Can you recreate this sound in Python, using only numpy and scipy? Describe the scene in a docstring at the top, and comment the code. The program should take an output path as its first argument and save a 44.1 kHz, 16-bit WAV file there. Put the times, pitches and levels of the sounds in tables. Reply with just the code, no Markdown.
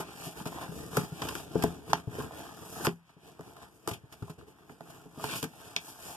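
"""Hands pull a torn cardboard box open on a table in a small room, close to a phone.
Skin and flaps slide over the board: coloured stick-slip noise that swells and fades.
Fibres and creases give way in short rips and snaps: brief bursts of filtered noise.
Flaps knock as a few swings of a panel, and the hollow box booms as a set of decaying modes.
Quiet room air and reflections lie behind; the phone widens its two microphones into stereo."""
import sys
import numpy as np
from scipy import signal
from scipy.fft import rfft, irfft, next_fast_len
from scipy.io import wavfile
from scipy.ndimage import uniform_filter1d

SR = 44100
rng = np.random.default_rng(int(sys.argv[2]) if len(sys.argv) > 2 else 0)


def master(y):
    """Save y as 16-bit WAV."""
    cut = np.clip(np.atleast_2d(y).T, -1, 1)
    pcm = np.round(cut * 32767)  # scale
    wavfile.write(sys.argv[1], SR, pcm.astype(np.int16))


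N = 271637

# A hand or flap slides over the board: [t of the hardest push/s, swell/s, fade/s,
# flexing of the box level/dB, drag on the panels level/dB, surface hiss level/dB,
# brightness (sheen relative to hiss)/dB]
STROKES = [ (0.081, 0.16, 0.24, -52.5, -52.5, -55, -18), (0.262, 0.096, 0.065, -49.5, -48.5, -50, 1.5),
           (0.389, 0.039, 0.065, -46, -46.5, -53.5, 1.5), (0.53, 0.055, 0.055, -49.5, -57, -60.5, 3),
           (0.62, 0.11, 0.068, -46.5, -43.5, -51, -5.5), (0.81, 0.17, .14, -43.5, -53, -56.5, 3),
           (0.982, 0.059, 0.071, -37.5, -40, -45.5, 1), (1.17, .06, 0.043, -51, -59, -56, -10),
           (1.252, 0.068, 0.089, -41.5, -45, -48, -7), (1.39, 0.21, .06, -47.5, -47.5, -50, -0.5),
           (1.632, 0.14, 0.13, -37.5, -47, -51, -5.5), (1.91, 0.06, 0.05, -42.5, -52, -56, -1),
           (1.98, 0.047, 0.044, -47.5, -50, -55.5, -6), (2.21, 0.095, 0.066, -39, -44, -51.5, -2.5),
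           (2.39, .09, .16, -47, -48, -53, -4.5), (2.62, 0.23, 0.13, -53, -56.5, -63, -2),
           (2.77, 0.17, 0.095, -51, -51.5, -58, 8), (2.848, 0.075, 0.039, -41, -40.5, -54.5, 8.5),
           (3.11, 0.065, 0.057, -68, -70, -68.5, -21), (3.28, .07, 0.078, -54.5, -59, -61.5, -7),
           (3.49, .11, 0.14, -54, -58.5, -65, -0.5), (3.63, 0.058, 0.044, -58, -51.5, -59.5, -9),
           (3.77, 0.18, 0.22, -62, -70.5, -78.5, 9), (3.92, 0.053, 0.046, -47, -50.5, -54.5, -4),
           (4.05, 0.036, .05, -63, -65, -78, -12), (4.129, 0.012, 0.025, -51, -57, -58, -2),
           (4.29, 0.18, 0.073, -59.5, -63.5, -66, -0.5), (4.39, 0.013, 0.062, -50, -61.5, -65, -9),
           (4.489, 0.024, .05, -54.5, -63, -66, -1.5), (4.6, 0.059, 0.14, -60, -64, -71.5, -4),
           (4.709, 0.036, 0.062, -55.5, -65, -65.5, -2), (4.82, 0.023, .07, -60, -64.5, -73, 1),
           (4.93, 0.12, 0.18, -54.5, -56.5, -64.5, 1), (5.261, 0.086, 0.15, -46, -47.5, -56, 4.5),
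           (5.33, 0.085, 0.047, -44.5, -43.5, -38.5, -23), (5.37, 0.03, 0.049, -50, -64, -44, 1.5),
           (5.66, 0.17, 0.19, -54, -55, -57, -2.5), (5.892, 0.083, .05, -56.5, -53, -57.5, 7.5),
           (6.089, 0.12, 0.11, -52.5, -48.5, -53.5, 5)]
# Colours of the three parts of a slide: [f/Hz, level/dB]
FLEX_COLOUR = [(25, -19), (52, -12), (68, -5), (85, -3.5), (115, -6), (160, 0), (215, -8.5), (270, -4.5),
               (370, -6), (425, -2), (520, -15.5), (800, -21), (2000, -62)]
DRAG_COLOUR = [(200, -78), (520, 0.5), (720, 8), (1000, 3), (1400, 1.5), (1800, 1.5), (2300, -20),
               (3200, -12.5), (7000, -26)]
HISS_COLOUR = [(600, -7), (1600, -29), (2300, 6.5), (3100, 3.5), (4100, 0), (5100, -2), (6500, -5),
               (9000, -6), (14000, -13)]
# The finest grain of the paper, in slides and rips: [f/Hz, level/dB]
SHEEN_COLOUR = [(2500, -13.5), (5000, 1), (7500, 1), (10000, 0.5), (13000, 1.5), (14300, -7)]
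# A run of breaking fibres: [t/s, crack level/dB, crack centre f/Hz, fizz level/dB,
# brightness (sheen relative to fizz)/dB, time to the peak/s]
RIPS = [ (0.0, -39, 1120, -44.5, 1.5, 0.0054), (0.455, -38.5, 1010, -44, -4, 0.0034),
        (0.47, -43, 1010, -46, 1.5, .004), (0.52, -42, 925, -61, -8, 0.00079),
        (0.9685, -25, 1180, -33, 3.5, 0.0019), (1.218, -33, 1210, -34.5, -13, 0.0021),
        (1.286, -35.5, 1160, -35, -4.5, 0.0019), (1.352, -31.5, 1300, -35.5, -2, 0.00079),
        (1.553, -34, 836, -52, -19, 0.0014), (1.623, -37, 1370, -34.5, -2.5, 0.002),
        (1.637, -28, 1680, -31.5, 3, 0.00088), (1.895, -46.5, 1190, -49, -4, 0.0053),
        (1.932, -17, 2250, -21, -14, 0.00071), (2.309, -40, 744, -70, -7, 0.0012),
        (2.847, -30, 1190, -36, 4, 0.0044), (2.868, -21.5, 1510, -21, -14, 0.0006),
        (3.092, -58, 1060, -67, -14, 0.0026), (3.392, -44.5, 930, -59, -13, 0.00097),
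        (3.408, -43.5, 1000, -56.5, 1, 0.0011), (3.566, -46.5, 1030, -55, -9, 0.0014),
        (3.875, -27, 1210, -35, 5.5, 0.00075), (3.883, -39, 960, -43, 3, 0.0043),
        (3.911, -45, 1060, -42, -3.5, 0.0022), (3.9335, -45, 2760, -44.5, -2, 0.0036),
        (4.124, -54, 1350, -52, -2, 0.0031), (4.223, -45, 1030, -54.5, -4, 0.0017),
        (4.28, -47.5, 845, -69, -6, 0.0015), (4.296, -47.5, 1010, -53.5, -2, .0036),
        (4.411, -50.5, 1100, -70, -8, 0.0011), (4.694, -48.5, 1540, -74, 4, 0.0015),
        (4.807, -46, 1280, -54, -4, 0.00091), (4.9, -51, 1030, -58, 1, 0.004),
        (5.196, -43.5, 1060, -63, 8, 0.0022), (5.241, -32.5, 1290, -36.5, -5, 0.0014),
        (5.427, -39, 1080, -34.5, 0, 0.0017), (5.439, -37.5, 1230, -39.5, 1.5, .002),
        (5.7631, -19.5, 3970, -44, -1, 0.00069), (5.765, -38.5, 980, -37, -19, 0.0017)]
# Colour of the fizz at the torn edge: [f/Hz, level/dB]
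FIZZ_COLOUR = [(600, -51), (2000, 7.5), (2900, 7), (3800, 3.5), (5000, 2.5), (7000, -6), (9500, -10),
               (14500, -24)]
# A panel is bumped or buckles: [t/s, panel level/dB, panel f/Hz, boom of the box level/dB,
# left-right/dB]
KNOCKS = [ (0.001, -33, 410, -36, -1.5), (0.267, -43, 158, -35.5, -0.5), (0.41, -34.5, 197, -49, -3),
          (0.461, -34, 200, -32, 1), (0.69, -36, 167, -52, 6.5), (0.801, -39.5, 212, -43, -1),
          (0.9734, -18, 410, -26.5, 5), (0.98, -24, 139, -62, -5), (1.034, -33.5, 195, -46, -6),
          (1.121, -33.5, 154, -41.5, -1), (1.216, -55, 770, -34.5, 1), (1.352, -35.5, 356, -51, 12),
          (1.556, -16, 390, -24, 6.5), (1.638, -26, 242, -20, 4.5), (1.64, -22, 704, -32.5, 13.5),
          (1.932, -11, 847, -29.5, -4), (2.073, -27.5, 123, -37, 2.5), (2.185, -29, 382, -34, -3),
          (2.807, -32.5, 392, -50, -2), (2.873, -18, 353, -22.5, -1), (3.166, -51.5, 183, -53, 1.5),
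          (3.395, -37.5, 405, -41, 1), (3.875, -29, 1133, -34, -3), (3.878, -25, 372, -35.5, 6.5),
          (3.912, -32, 112, -38.5, 1), (4.036, -44, 129, -57, -1), (4.222, -30, 116, -36.5, 0.5),
          (4.298, -39, 173, -40.5, -1), (4.697, -49.5, 690, -45.5, -8), (4.807, -38.5, 686, -45.5, -6),
          (5.057, -58, 153, -43.5, -2), (5.176, -38, 290, -40, -1), (5.24, -27, 795, -36.5, -6),
          (5.429, -40.5, 246, -31, 3), (5.449, -32.5, 252, -39.5, 1), (5.763, -50.5, 410, -43, 1)]
# Modes of the hollow box at its nominal shape: [f/Hz, level/dB, t60/s]
BOX_MODES = [(82, -35, 0.061), (146.7, -1, 0.075), (165, -0.5, 0.15), (218, -6, 0.1), (255.4, 5.5, 0.055),
             (270, -15, 0.031), (351, -8, 0.12), (416.9, -0.5, 0.11), (462.5, 4, 0.022), (675, -2, 0.029),
             (842, -17.5, 0.12), (907, -15.5, 0.072)]
# Decay of the small room: [f/Hz, t60/s]
ROOM_DECAY = [(100, 0.37), (300, 0.11), (1000, 0.13), (5000, 0.11), (14000, 0.086)]
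# Colour of the still room air: [f/Hz, level/dB]
AIR_COLOUR = [(25, -14), (130, 0), (300, -22.5), (1000, -8.5), (3000, -18.5), (14000, -48.5)]
# Likeness of a sound at the two microphones: [f/Hz, likeness 0-1]
MIC_LIKENESS = [(30, .1), (70, 0.54), (150, 0.92), (450, 0.63), (900, 0.3), (1500, 0.035), (3000, 0.019),
                (14000, 0.016)]
# Balance of the two channels: [f/Hz, left-right/dB]
MIC_BALANCE = [(50, -2.5), (130, 1), (280, 3.5), (550, -2), (1100, 0), (2000, 0.5), (3500, -0.5),
               (8000, 0.5), (13000, 2.5)]
# Stereo widening: [f/Hz, share of crossfeed 0-1]
WIDENING = [(350, 0.0055), (800, 0.58), (2000, 1), (4200, 0.82), (6300, 0.29), (8400, 0.12), (13000, 0.067)]
# Low cut of each microphone: [left f/Hz, right f/Hz]
LOW_CUT_HZ = (41, 79)

# a stroke is this much weaker one swell before and one fade after its push
STROKE_DROP_DB, SWELL_CURVE, FADE_CURVE = 10.5, 1.46, 1.21
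# swings to the peak for a 400 Hz panel; small stiff panels swing more often
PANEL_CYCLES, STIFF_LAW = 0.88, 0.25
# harder blows crush the board, which halves the swings every so many dB
CRUSH_FROM_DB, CRUSH_HALVING_DB = -28, 25
AIR_DB = -68.5
WIDEN_DELAY_S, EDGE_HZ = 0.0004833, 14450


def sliding():
    """Stick and slip flexes the box, shakes its panels and hisses on the paper skin."""
    flex_gain, drag_gain, hiss_gain, sheen_gain = stroke_levels()
    grip = wander(hz=60)  # uneven pressure of the hand, shared by all three
    slips = catches(per_s=260, spread_db=2, smooth=1.1)
    snags = catches(per_s=520, spread_db=2, smooth=.7)
    grit = catches(per_s=1100, spread_db=3.5, smooth=1.1)

    flex = evened(colour(slips, FLEX_COLOUR)) * flex_gain * amp(2.2 * grip)
    drag = evened(colour(snags, DRAG_COLOUR)) * drag_gain * amp(1.0 * grip)
    hiss = evened(colour(grit, HISS_COLOUR)) * hiss_gain
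    sheen = evened(colour(grit, SHEEN_COLOUR)) * sheen_gain
    surface = (hiss + sheen) * amp(0.93 * grip)
    return flex + shifting(drag, patchy_db=2.6) + shifting(surface, patchy_db=1.9)


def stroke_levels():
    """Strokes swell to a push and fade, adding in power: gains of flex, drag, hiss and sheen."""
    t = np.arange(0, N, 64) / SR
    power = np.zeros((4, len(t)))
    for push_s, swell, fade, flex_db, drag_db, hiss_db, bright_db in STROKES:
        before = np.maximum(push_s - t, 0) / max(swell, 1 / SR)
        after = np.maximum(t - push_s, 0) / max(fade, 1 / SR)
        away = before ** SWELL_CURVE + after ** FADE_CURVE
        push_db = np.array([[flex_db], [drag_db], [hiss_db], [hiss_db + bright_db]])
        power += amp(push_db - STROKE_DROP_DB * away) ** 2
    return [np.interp(np.arange(N) / SR, t, np.sqrt(p)) for p in power]


def catches(per_s, spread_db, smooth):
    """Fibres catch and let go: uneven clicks over the smooth noise of countless smaller ones."""
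    size = amp(spread_db * np.clip(rng.standard_normal(N), -2, 2))
    happens = rng.random(N) < per_s / SR
    clicks = evened(size * happens * rng.choice([-1, 1], (2, N)))
    return evened(pair(clicks + smooth * rng.standard_normal((2, N))))


def shifting(x, patchy_db):
    """As the contact travels, the board rings at ever changing narrow resonances."""
    z = signal.stft(x, nperseg=1024)[2]
    patches = rng.standard_normal(z.shape[1:])
    patches = uniform_filter1d(patches, size=3, axis=0)  # across frequency
    patches = uniform_filter1d(patches, size=7, axis=1)  # across time
    return signal.istft(z * amp(patchy_db * evened(patches)), nperseg=1024)[1][:, :N]


def rips():
    """Bursts of fractures crack in the board and fizz at the torn edge; the shortest are snaps."""
    out, t = np.zeros((2, N)), np.arange(SR // 8) / SR
    for start_s, crack_db, hz, fizz_db, bright_db, swell in RIPS:
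        u = t / max(swell, 1 / SR)
        run = (u * np.exp(1 - u)) ** .55  # the tear starts abruptly and peters out
        sizes = amp(3 * rng.standard_normal(len(t)))
        fractures = pair(run * sizes * rng.standard_normal((2, len(t))))
        crack_colour = [(hz / 6, -24), (hz / 2, -10), (hz * 0.607, -1),
                        (hz * 1.28, -2), (hz * 2, -17), (hz * 5, -42)]
        crack = evened(colour(fractures, crack_colour))
        sheen = evened(colour(fractures, SHEEN_COLOUR))
        fizz = evened(colour(fractures, FIZZ_COLOUR)) + amp(bright_db) * sheen
        run_rms = np.sqrt(np.mean(run ** 2))
        add(out, start_s, (amp(crack_db) * crack + amp(fizz_db) * fizz) * run_rms)
    return out


def knocks():
    """The struck panel swings for a few cycles; the box behind it booms a little longer."""
    out, t = np.zeros((2, N)), np.arange(SR // 3) / SR
    mode_hz, mode_db, t60 = np.transpose(BOX_MODES)[:, :, None]
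    ring = amp(mode_db - 60 * t / t60) * (1 - np.exp(-t / .004))
    chance = rng.standard_normal((len(KNOCKS), 2, len(BOX_MODES), 1))
    for (start_s, db, hz, boom_db, pan_db), (shape, lag) in zip(KNOCKS, chance):
        crush = .5 ** (max(db - CRUSH_FROM_DB, 0) / CRUSH_HALVING_DB)
        cycles = PANEL_CYCLES * (hz / 400) ** STIFF_LAW * crush
        u = t * hz / cycles
        panel = u * np.exp(1 - u) * np.sin(2 * np.pi * hz * t)
        # the box changes shape in the hands
        phase = 2 * np.pi * mode_hz * (1 + 0.025 * shape) * t
        # each mode reaches the two microphones a little out of step
        boom = np.array([(ring * np.sin(phase + side * 0.22 * lag)).sum(0) for side in (1, -1)])
        sides = amp([[pan_db / 2], [-pan_db / 2]])
        add(out, start_s, (amp(db) * panel + amp(boom_db) * boom) * sides)
    return out


def room(x, first_s=0.005):
    """Scattered reflections of a small room, each band dying at its own speed."""
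    shape = (2, SR // 2)
    taps = rng.standard_normal(shape) * (rng.random(shape) < 3000 / SR)
    taps *= np.arange(SR // 2) > first_s * SR  # the walls answer after the direct sound
    hz, t, z = signal.stft(taps, SR, nperseg=256)
    decay = amp(-60 * t / read(ROOM_DECAY, hz)[:, None])
    tail = signal.istft(z * decay, SR, nperseg=256)[1]
    tail = pair(tail / np.linalg.norm(tail, axis=1, keepdims=True))
    return signal.fftconvolve(x, tail, axes=1)[:, :N]


def room_air():
    """The still air of the room: steady coloured noise at both microphones."""
    return amp(AIR_DB) * evened(colour(pair(rng.standard_normal((2, N))), AIR_COLOUR))


def pair(x):
    """Two unrelated signals become a spaced microphone pair, alike mainly in the upper bass."""
    a, b = rfft(x)
    same = np.clip(read(MIC_LIKENESS, np.fft.rfftfreq(x.shape[1], 1 / SR)), 0, 1)
    return irfft([a, same * a + np.sqrt(1 - same ** 2) * b], x.shape[1])


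def colour(x, points):
    """Causal minimum-phase filter with the given [f/Hz, level/dB] shape."""
    log_gain = np.log(amp(read(points, abs(np.fft.fftfreq(4096, 1 / SR)))))
    response = np.exp(np.conj(signal.hilbert(log_gain)))
    taps = np.fft.ifft(response).real[:2048]
    return signal.oaconvolve(x, taps[None], axes=1)[:, :x.shape[1]]


def wander(hz):
    """Smooth, bounded chance of rms 1, mostly slower than hz changes a second."""
    f = np.fft.rfftfreq(N, 1 / SR)
    band = f / (f + hz / 10) / (1 + (f / hz) ** 4)
    drift = evened(irfft(rfft(rng.standard_normal(N)) * band, N))
    return evened(np.tanh(drift))


def amp(db):
    """Decibels to gain."""
    return 10 ** (np.asarray(db) / 20)


def evened(x):
    """Scales to rms 1."""
    return x / np.sqrt(np.mean(x ** 2) + 1e-20)


def read(points, hz):
    """Joins [f/Hz, value] points on a log-frequency axis."""
    f, value = np.transpose(points)
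    return np.interp(np.log(hz + 1), np.log(f + 1), value)


def add(mix, start_s, sound):
    """Mixes a stereo sound in at its start time."""
    part = mix[:, max(round(start_s * SR), 0):][:, :sound.shape[1]]
    part += sound[:, :part.shape[1]]


def scene():
    """The box close by, its reflections from the room, and the room air."""
    slide, rip, knock = sliding(), rips(), knocks()
    to_room = amp(-11.0) * slide + amp(-10) * rip + amp(-15.5) * knock
    return slide + rip + knock + room(to_room) + room_air()


def record(dry):
    """Low cut; widening subtracts a delayed copy of the other side; balance; then the band limit."""
    size = next_fast_len(N + SR // 10)
    low_cuts = [signal.butter(2, hz, "high", fs=SR, output="sos") for hz in LOW_CUT_HZ]
    mics = np.array([signal.sosfilt(cut, x) for cut, x in zip(low_cuts, dry)])

    hz, z = np.fft.rfftfreq(size, 1 / SR), rfft(mics, size)
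    cross = np.clip(read(WIDENING, hz), 0, 1)
    delay = np.exp(-2j * np.pi * hz * WIDEN_DELAY_S)
    z = (z - cross * delay * z[::-1]) / np.sqrt(1 + cross ** 2)
    balance = amp(read(MIC_BALANCE, hz) * np.array([[.5], [-.5]]))
    wide = irfft(z * balance, size)[:, :N]

    band_limit = signal.firwin(201, EDGE_HZ, window=("kaiser", 8), fs=SR)
    return signal.oaconvolve(wide, band_limit[None], "same")


dry = scene()
out = record(dry)
master(out)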